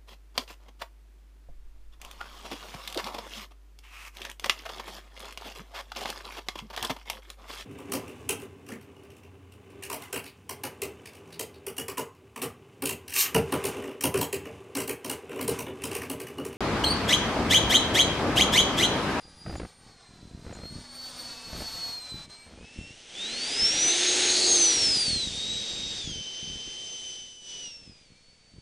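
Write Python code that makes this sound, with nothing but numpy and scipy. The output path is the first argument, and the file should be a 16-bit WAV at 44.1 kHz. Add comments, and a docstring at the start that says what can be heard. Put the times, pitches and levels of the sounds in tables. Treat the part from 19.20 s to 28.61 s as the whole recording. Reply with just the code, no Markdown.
"""A fast whining rush flies by, then a second whine climbs, passes and sinks away on a gusty airstrip.
Both are electric ducted-fan model jets: tones at the blade rate sound over noise shaped like rushing air.
A ground echo combs the first jet's rush; the second changes colour as its tail turns to the microphone.
Wind noise, pressure pulses and buzzing flaps buffet the microphone; a bird ticks in two quick groups."""
import sys
import numpy as np
from scipy import signal
from scipy.fft import rfft, irfft, next_fast_len
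from scipy.io import wavfile
from scipy.ndimage import uniform_filter1d, map_coordinates

SR = 44100
rng = np.random.default_rng(int(sys.argv[2]) if len(sys.argv) > 2 else 0)


def persist_wave(psi):
    """Save psi, clipped to +-1, as 16-bit WAV."""
    counts = np.round(np.clip(psi, -1, 1) * 32767).astype(np.int16)
    wavfile.write(sys.argv[1], SR, np.atleast_2d(counts).T)


N = 414981
TIME = np.arange(N) / SR  # seconds
BLADE_ORDER = 18  # blade rate divided by the rotor's turn rate
CRUISE_HZ = 3700  # blade rate at which the taxiing jet's levels are given
HISS_TOP_HZ, TOP_HZ = 10050, 15500  # top of the noises; top of the whole sound

# Fan of the flying jet. Each row: time in seconds, blade rate in Hz.
FLY_SPEED = [(0, 4850), (.38, 4855), (.49, 4386), (.69, 4440), (.82, 4180), (1, 4045), (1.32, 4094),
             (1.57, 4386), (1.86, 4483), (2.28, 4395), (2.45, 4426), (2.72, 4335), (2.86, 4070), (3, 4004),
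             (3.17, 4175), (3.52, 4470)]
# The flying jet's pass, swelling and fading in the moving air.
# Each row: time in seconds, airflow in dB and whine in dB, both before a small trim.
FLY_PASS = [(0, -63, -57.5), (.22, -58, -53.5), (.32, -52.5, -49.5), (.55, -61, -67), (.8, -62.5, -60),
            (1.2, -60, -63), (1.38, -55, -58), (1.46, -52.5, -41), (1.62, -52.5, -54), (1.76, -53.5, -45.5),
            (1.85, -45, -38), (1.94, -45.5, -51), (2.02, -47, -38), (2.11, -45.5, -40), (2.19, -47.5, -49),
            (2.5, -42.5, -37.5), (2.7, -45.5, -35), (3, -49, -45), (3.18, -55, -53.5), (3.32, -62, -64),
            (3.52, -93, -78)]
# Overtones of its whine. Each row: level overhead in dB before the whine's trim,
# share of the airflow's fading that it follows.
FLY_OVERTONES = [(-54, 0.73), (-59, 1.7)]
# Its once-a-turn rotor hum. Each row: time in seconds, level in dB before the whine's trim.
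FLY_HUM = [(1.2, -72), (1.65, -55.5), (2.25, -57), (2.7, -80), (3.5, -65)]
# Colour of its airflow. Each row: frequency in Hz, level in dB.
FLY_COLOUR = [(100, -1), (300, -5.5), (800, -0.5), (1500, -4.5), (2600, -7.5), (3700, 0), (4800, 0.5),
              (6200, -3.5), (7500, -6.5), (9700, -11)]
# Its ground echo, latest when it is overhead. Each row: time in seconds, lag in steps of 1.1 ms.
GROUND_LAG = [(0, 2.3), (.6, 2.35), (1.2, 2.97), (1.6, 3.12), (2, 3.82), (2.35, 4.23), (2.7, 4.08),
              (3, 3.36), (3.5, 2.2)]
# A brief dip in its level. Each row: time in seconds, level in dB.
FLY_DIP = [(3.055, -1), (3.068, -14), (3.085, -18), (3.1, 0)]
FLY_NEAR_DB = -44.5  # airflow level overhead, before the trim
# low roar overhead in dB; share of the fading with distance that it follows
FLY_ROAR_DB, FLY_ROAR_SHARE = -50, 0.71
GROUND_TURN = 0.79  # phase turn of the echo, radians
GROUND_GAIN = 0.65  # share of the filtered airflow that the ground returns

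# Fan of the taxiing jet, stepped by the throttle. Each row: time in seconds, blade rate in Hz.
TAXI_SPEED = [(2.15, 2605), (2.52, 2654), (2.75, 2412), (2.99, 2370), (3.1, 2290), (3.33, 2332),
              (3.47, 2615), (3.55, 2675), (3.71, 2736), (3.79, 2970), (3.877, 3064), (4.16, 4267),
              (4.47, 5454), (4.84, 6497), (5, 6520), (5.32, 6503), (5.6, 5548), (6.11, 3646), (6.33, 3848),
              (6.51, 3763), (6.78, 3744), (6.945, 3093), (7, 3060), (7.63, 3073), (7.76, 3057),
              (8.15, 3030), (8.25, 2980), (8.42, 2968), (8.53, 2740), (8.635, 2687), (8.74, 2460),
              (8.815, 2433), (8.89, 2203), (9, 2186), (9.12, 2243), (9.41, 2265)]
# How strongly it reaches the microphone as it nears, turns and rolls off.
# Each row: time in seconds, level in dB.
TAXI_REACH = [(2.9, -21), (3.3, -16), (3.6, -9), (3.87, -9.5), (4, -2), (4.5, -1.5), (5.15, .5),
              (5.55, 1.5), (6.1, 0.5), (6.75, -0.5), (7.1, -1), (7.92, -3.5), (8.2, -15), (8.3, -3.5),
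              (8.46, -3.5), (8.57, -12), (8.78, -16.5), (9, -19.5), (9.41, -22)]
# How far its tail has turned to the microphone. Each row: time in seconds, share from 0 to 1.
TAIL_ON = [(3.2, 0.05), (4.1, 0.42), (4.5, 0.04), (5.55, 0.08), (6.1, 0.87)]
# Its airflow from low to high: exhaust roar, duct rush, blade hiss, top hiss.
# Each row: level at the cruising blade rate in dB, rise in dB per octave of fan speed, gain tail-on in dB.
TAXI_BANDS = [(-46, 10, -5), (-42.5, 12, -5), (-41, 15, 1), (-47, 16, -2.5)]
# How its duct rush rises and falls as it passes. Each row: time in seconds, level in dB.
TAXI_MIDS = [(3.5, 3), (3.8, 1), (4.1, 2.5), (5, 0.5), (5.3, -4), (5.9, -0.5), (6.3, 0), (7.9, -1.5),
             (9, -0.5)]
# How its top hiss and, less strongly, its overtones rise and fall.
# Each row: time in seconds, level of the top hiss in dB.
TAXI_TREBLE = [(3.6, 2), (4.1, 0), (4.5, 1), (5.9, 2), (6.8, -2.5), (7.15, -4), (7.5, -1.5), (8.2, 4),
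               (8.5, 0), (9, 5)]
# Airflow colour heard from the side. Each row: frequency in Hz, level in dB.
SIDE_COLOUR = [(100, -35), (270, -5.5), (440, -2), (600, -8), (830, -6.5), (1050, -16), (1700, -8.5),
               (2700, -4), (3300, -5), (4200, -6.5), (5300, -7.5), (6400, -6.5), (6800, 2), (9700, -3.5)]
# Airflow colour heard from behind. Each row: frequency in Hz, level in dB.
TAIL_COLOUR = [(100, -9.5), (480, -4.5), (640, -11), (1200, -17.5), (1800, -12), (2300, -9), (3400, -1),
               (4100, -6.5), (4800, -6.5), (6350, -3.5), (6800, -11), (7700, -6), (8700, -11), (9700, -15)]
# How well a blade tone gets out sideways. Each row: frequency in Hz, level in dB.
SIDE_PASS = [(2200, 3), (2750, 5.5), (3050, -14), (3700, 12), (4600, -3.5), (5300, 3), (5800, 2.5),
             (6200, -3), (6550, -2.5), (8000, 6), (9700, -2)]
# How well a blade tone gets out through the tail pipe. 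Each row: frequency in Hz, level in dB.
TAIL_PASS = [(2200, -12), (2700, -7), (3050, 7), (3400, -3), (3750, 2), (4500, 5), (5900, 9), (6200, 2.5),
             (7400, -9.5), (9700, -11.5)]
# Second and third harmonic of the whine, side-on: level of each in dB against the first.
OVERTONE_DB = [-11, -26.5]
# The rotor's once-a-turn hum shakes the airframe, most near full speed.
# Each row: turn rate in Hz, level in dB.
HUM_RESPONSE = [(165, -72), (210, -47.5), (305, -50.5), (350, -38), (365, -38)]
# Duct resonance beamed at the microphone; it rises and swells as the jet passes.
# Each row: time in seconds, frequency in Hz, level in dB against the blade hiss.
DUCT_LOBE = [(4.2, 3500, -8), (4.7, 3822, -2.5), (5, 3923, -3.5), (5.2, 4400, 2), (5.6, 4273, -4.5),
             (6.3, 4670, -6), (7.5, 4970, -8), (8.5, 5160, -8)]
# A brief rising tone. Each row: time in seconds, frequency in Hz, level in dB.
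SQUEAL = [(8.89, 2300, -90), (8.95, 2310, -69), (8.99, 2370, -66), (9.02, 2360, -80)]
# whine at the cruising blade rate in dB; its rise in dB per octave of fan speed
TAXI_WHINE_DB, WHINE_DB_PER_OCTAVE = -39, 14
OVERTONE_TAIL_DB, HUM_TAIL_DB = 11.5, -13  # tail-on, overtones grow and the hum weakens
# the whine comes and goes most when side-on: two spreads in dB, new random levels per second
SIDE_FADING_DB, TAIL_FADING_DB, FADING_HZ = 4.5, 0.56, 9

# Gusts on the microphone. Each row: start in seconds, length in seconds, level in dB,
# amount of flapping from 0 to 1.
GUSTS = [(0.052, 0.044, -55.5, 0.11), (0.138, .11, -56, 0), (.262, .11, -39, 0.9), (.398, 0.057, -49, 0.94),
         (0.572, .18, -58.5, 0.03), (0.894, .12, -53, 0), (1.025, .2, -48, 0), (1.249, .08, -44.5, 0.5),
         (1.352, 0.082, -49, 0.44), (1.434, 0.023, -45, 0.37), (1.504, 0.092, -44.5, 0.04),
         (1.915, .23, -59.5, 0.01), (2.268, 0.067, -53, 0.17), (2.33, .1, -44, 0.85),
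         (2.543, 0.042, -48.5, 0.1), (2.652, 0.046, -54, 0), (2.91, 0.091, -46.5, 0),
         (3.057, 0.033, -51.5, 0.03), (3.264, 0.19, -56.5, 0.21), (3.56, 0.066, -45, 0),
         (3.665, 0.048, -51.5, 0), (4.412, .04, -42, 0), (4.5, 0.17, -49, 0.02), (4.97, 0.9, -56, 0),
         (5.55, 0.22, -46, 0.1), (5.88, .1, -38.5, 0.01), (6.025, 0.16, -44.5, 0.12),
         (6.26, 0.14, -43, 0.07), (6.52, .3, -50, 0.14), (6.85, 0.14, -41, 0), (7.23, 0.15, -46.5, 0),
         (7.455, 0.028, -50, 0.08), (8.623, 0.11, -56.5, 0.03), (8.9, 0.028, -56.5, 0),
         (9.347, 0.034, -50.5, 0.02)]
# Colour of the wind's rumble on the microphone. Each row: frequency in Hz, level in dB.
WIND_COLOUR = [(15, -12), (30, -14), (60, -1), (100, -5), (160, 0), (240, -8), (350, -11), (550, -17.5),
               (1200, -46.5), (4000, -74)]
# Single hard eddies. Each row: time in seconds, strength in dB.
THUMPS = [(1.147, -33), (1.562, -30), (2.563, -51), (2.942, -35), (3.588, -25), (4.426, -30.5), (5.93, -35),
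          (6.946, -50), (7.357, -35), (8.696, -41), (9.364, -44)]
GUST_RISE_S, GUST_FALL_S = 0.0095, 0.022
BREEZE_DB = -66.5  # lowest wind level, between gusts
FLAP_HZ, FLAP_JITTER = 60.97, 0.131  # typical flaps per second; spread of their spacing
FLAP_THUMP_DB, THUMP_SCATTER_DB = -30.5, 3  # suction of a full flap, typical and spread
FLAP_CRACKLE_DB, CRACKLE_SCATTER_DB = -37.5, 1.6  # buzz of a full flap, typical and spread

# Bird ticks. Each row: start in seconds, length in seconds, pitch in Hz, peak level in dB.
TICKS = [(.364, .014, 6960, -48), (.382, 0.0062, 7050, -46), (.396, 0.0045, 7000, -53),
         (1.33, 0.0042, 7400, -50), (1.332, 0.013, 6980, -49), (1.349, .006, 6960, -46.5),
         (1.363, .006, 7000, -49)]
# Colour of the open field. Each row: frequency in Hz, level in dB.
FIELD_COLOUR = [(25, 6.5), (200, -30.5), (500, -8), (1000, -15.5), (3000, -12.5), (6000, -16),
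                (10000, -21.5)]


def undb(db):
    """Turn decibels into gain."""
    return 10 ** (np.asarray(db) / 20)


def unit(x):
    """Scale a sound to rms 1."""
    return x / np.sqrt(np.mean(x ** 2))


def curves(table):
    """Draw each column of a timed table as a curve, sample by sample."""
    s, *columns = np.transpose(table)
    return [np.interp(TIME, s, column) for column in columns]


def response(table, hz):
    """Read the level in dB of a (Hz, dB) table at the given frequencies."""
    points_hz, db = np.transpose(table)
    return np.interp(np.log(hz), np.log(points_hz), db)


def sounding(table):
    """Stay at 1 while a table runs, with soft ends outside it."""
    outside_s = np.minimum(TIME - table[0][0], table[-1][0] - TIME)
    return np.clip(1 + outside_s / 0.15, 0, 1)


def walk(rate):
    """Wander smoothly between random points, this many per second, with rms 1."""
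    steps = rng.standard_normal(8192)
    return unit(map_coordinates(steps, [TIME * rate], order=1, mode="wrap"))


def noise(colour, lo_hz=0, hi_hz=HISS_TOP_HZ):
    """Shape one band of random noise to the given colour, at rms 1."""
    size = next_fast_len(N)
    hz = np.maximum(np.fft.rfftfreq(size, 1 / SR), 1)
    in_band = (hz > lo_hz) * (hz <= hi_hz)
    gain = undb(response(colour, hz)) * in_band
    spectrum = rfft(rng.standard_normal(size)) * gain
    return unit(irfft(spectrum, size)[:N])


def band(x, lo_hz, hi_hz):
    """Keep the frequencies between two edges (second-order band-pass)."""
    return signal.sosfilt(signal.butter(2, [lo_hz, hi_hz], "band", fs=SR, output="sos"), x)


def ridge(centre_hz, width_hz):
    """Make noise in a resonance whose centre moves, by shifting slow noise up to it, at rms 1."""
    low_pass = signal.butter(3, width_hz / 2, fs=SR, output="sos")
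    slow = signal.sosfilt(low_pass, rng.standard_normal((2, N)))
    phase = 2 * np.pi * np.cumsum(centre_hz) / SR
    return unit(slow[0] * np.cos(phase) + slow[1] * np.sin(phase))


def fan(speed, harmonics_db, hum_db, top_hz, waver, flutter_db):
    """Blade harmonics, each fluttering in the moving air, over the once-a-turn hum of the rotor."""
    steady_hz = uniform_filter1d(curves(speed)[0], size=900)
    hz = steady_hz * (1 + waver * walk(45))
    phase = 2 * np.pi * np.cumsum(hz) / SR
    out = undb(hum_db + 0.67 * walk(12)) * np.sin(phase / BLADE_ORDER)
    for k, db in enumerate(harmonics_db, 1):
        audible = np.clip((top_hz - k * hz) / 100, 0, 1)  # fades out just below the top
        out += audible * undb(db + flutter_db * walk(50)) * np.sin(k * phase)
    return np.sqrt(2) * out * sounding(speed)


def flying_jet():
    """Blade whine over rushing air; the delayed ground echo adds to the airflow and combs it."""
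    hiss_db, whine_db = curves(FLY_PASS)
    fade_db = hiss_db - FLY_NEAR_DB
    overtones_db = [db + share * fade_db + 3.8 * walk(12) for db, share in FLY_OVERTONES]
    harmonics_db = [whine_db, *overtones_db]
    whine = fan(FLY_SPEED, harmonics_db, curves(FLY_HUM)[0], TOP_HZ, waver=0.00043, flutter_db=2.5)

    split_hz = 2500
    roar = undb(FLY_ROAR_DB + FLY_ROAR_SHARE * fade_db) * noise(FLY_COLOUR, 0, split_hz)
    hiss = undb(hiss_db - 1.2) * noise(FLY_COLOUR, split_hz)
    air = roar + hiss

    # soft ground returns mostly the middle of the spectrum, and turns its phase
    middle = signal.hilbert(band(air, 170, 4700), next_fast_len(N))[:N]
    bounce = np.real(middle * np.exp(1j * GROUND_TURN))
    lag_s = curves(GROUND_LAG)[0] * 0.0011
    echo = np.interp(TIME - lag_s, TIME, bounce)
    rush = (air + GROUND_GAIN * echo) * undb(1.6 * walk(16))
    return undb(-1.5) * whine + sounding(FLY_SPEED) * rush


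def taxi_state():
    """Give the blade rate, its octaves above cruising, reach in dB and how far the tail has turned."""
    hz, = curves(TAXI_SPEED)
    octaves = np.log2(hz / CRUISE_HZ)
    return hz, octaves, curves(TAXI_REACH)[0], np.clip(curves(TAIL_ON)[0], 0, 1)


def taxi_whine():
    """The whine grows with fan speed; the duct favours whichever harmonic lies in its pass band."""
    hz, octaves, reach_db, tail = taxi_state()
    fading_db = (SIDE_FADING_DB * (1 - tail) + TAIL_FADING_DB * tail) * walk(FADING_HZ)
    whine_db = TAXI_WHINE_DB + WHINE_DB_PER_OCTAVE * octaves + reach_db + fading_db
    overtone_gain_db = OVERTONE_TAIL_DB * tail ** 3 + 0.69 * curves(TAXI_TREBLE)[0]
    overtones_db = [db + overtone_gain_db + 1.86 * walk(11) for db in OVERTONE_DB]
    harmonics_db = []
    for k, db in enumerate([0, *overtones_db], 1):
        duct_db = (1 - tail) * response(SIDE_PASS, k * hz) + tail * response(TAIL_PASS, k * hz)
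        harmonics_db.append(whine_db + db + duct_db)
    hum_db = response(HUM_RESPONSE, hz / BLADE_ORDER) + reach_db + HUM_TAIL_DB * tail
    return fan(TAXI_SPEED, harmonics_db, hum_db, HISS_TOP_HZ, waver=0.00063, flutter_db=1.18)


def taxi_airflow():
    """Turbulence rings the duct, louder and brighter with fan speed; its colour turns with the tail pipe."""
    hz, octaves, reach_db, tail = taxi_state()
    levels = [db + rise_db * octaves + tail_db * tail + reach_db for db, rise_db, tail_db in TAXI_BANDS]
    levels[1] += curves(TAXI_MIDS)[0]
    levels[3] += curves(TAXI_TREBLE)[0]
    edges_hz = [0, 1300, 3200, 6500, HISS_TOP_HZ]
    out = np.zeros(N)
    for lo, hi, db in zip(edges_hz, edges_hz[1:], levels):
        side = np.sqrt(1 - tail) * noise(SIDE_COLOUR, lo, hi)
        astern = np.sqrt(tail) * noise(TAIL_COLOUR, lo, hi)
        out += (side + astern) * undb(db + 0.55 * walk(22) + 0.5 * walk(6))

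    hiss_db = levels[2]
    lobe_hz, lobe_db = curves(DUCT_LOBE)
    lobe = ridge(lobe_hz, width_hz=700) * undb(hiss_db + lobe_db + 1.7 * walk(30))
    # blades chop eddies into a noisy skirt around the whine, strongest astern
    skirt = ridge(hz, width_hz=440) * undb(hiss_db - 11.0 + 4.4 * tail)
    return (out + lobe + skirt) * sounding(TAXI_REACH)


def squeal():
    """A faint, brief tone, a single sine that rises in pitch."""
    hz, db = curves(SQUEAL)
    tone = np.sin(2 * np.pi * np.cumsum(hz) / SR)
    return np.sqrt(2) * undb(db) * sounding(SQUEAL) * tone


def gust_strength():
    """Each gust rises, holds and dies away over a light breeze."""
    gain = np.full(N, undb(BREEZE_DB))
    for s, length, db, _ in GUSTS:
        outside = np.maximum((s - TIME) / GUST_RISE_S, (TIME - s - length) / GUST_FALL_S)
        gain = np.maximum(gain, undb(db) * np.exp(-np.clip(outside, 0, 20)))
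    return gain


def wind():
    """Eddies of uneven size strike the microphone one by one, over a soft rumble."""
    count = 380
    where, size = rng.random(count), rng.standard_normal(count)
    spots = ((np.arange(count) + where) / count * (N - 1)).astype(int)
    eddies = np.zeros(N)
    eddies[spots] = rng.choice([-1, 1], count) * undb(2.5 * size)
    lumps = unit(band(band(eddies, 14, 253), 28, 340))
    return unit(lumps + 0.5 * noise(WIND_COLOUR)) * gust_strength()


def flap_crackle():
    """The buzz of flapping air in the microphone's port: rough noise minus uneven, fast-dying spikes."""
    buzz_phase = np.cumsum(680 * np.exp(0.18 * walk(400))) / SR
    spikes = unit(band(np.exp(-(buzz_phase % 1) / 0.2), 380, 3500))
    colour = [(200, 3.0), (500, 5.0), (1000, -11), (2300, -17.0), (3000, -24.5), (7000, -40)]  # Hz, dB
    return unit(1.25 * noise(colour, 240) - band(spikes, 200, 2800))


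def flaps():
    """Each flap is a short suction and a rebound; flapping gusts give quick, uneven runs that buzz."""
    suction, gate = np.zeros(N), np.zeros(N)
    lead_s = 0.004  # room for the pulse to begin before its set time
    age = np.arange(SR // 40) / SR - lead_s
    push = np.exp(-((age - 0.0015) / 0.0011) ** 2)
    push -= 0.55 * np.exp(-((age - 0.009) / 0.0013) ** 2)  # rebound
    # the buzz starts at once and dies within a few milliseconds
    burst = np.clip(age / 0.00034, 0, 1) * np.exp(-(age / 0.0079) ** 2)

    def span(s):
        """Samples that one pulse covers."""
        return int((s - lead_s) * SR) + np.arange(len(age))

    for s, db in THUMPS:
        suction[span(s)] -= undb(db) * push
    chances = rng.standard_normal(size=(len(GUSTS), 32, 3))
    for (start, length, _, flapping), chance in zip(GUSTS, chances):
        s = start
        for gap, thump, crackle in chance:
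            if flapping > 0 and s < start + length:
                thump_db = FLAP_THUMP_DB + THUMP_SCATTER_DB * thump
                crackle_db = FLAP_CRACKLE_DB + CRACKLE_SCATTER_DB * crackle
                suction[span(s)] -= flapping * undb(thump_db) * push
                gate[span(s)] += flapping * undb(crackle_db) * burst
            s += np.exp(FLAP_JITTER * gap) / FLAP_HZ
    return suction + gate * flap_crackle()


def bird():
    """Tiny near-pure ticks in two quick groups, each a short sine with soft ends."""
    out = np.zeros(N)
    for s, length, hz, db in TICKS:
        age = np.arange(int(length * SR)) / SR
        tick = signal.windows.tukey(len(age), 0.5) * np.sin(2 * np.pi * hz * age)
        out[int(s * SR) + np.arange(len(age))] += undb(db) * tick
    return out


def field():
    """Faint breeze over grass and trees: coloured noise that wanders gently in level."""
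    return noise(FIELD_COLOUR) * undb(-63.5 + walk(3.6))


def scene():
    """All sounds are added into one mono signal; the flying jet's level dips briefly once."""
    jets = flying_jet() * undb(curves(FLY_DIP)[0]) + taxi_whine() + taxi_airflow()
    mono = jets + squeal() + wind() + flaps() + bird() + field()
    return np.array([mono, mono])


def record(dry):
    """Cut the top of the treble away steeply."""
    return signal.sosfilt(signal.ellip(12, 0.1, 80, TOP_HZ, fs=SR, output="sos"), dry)


dry = scene()
out = record(dry)
persist_wave(out)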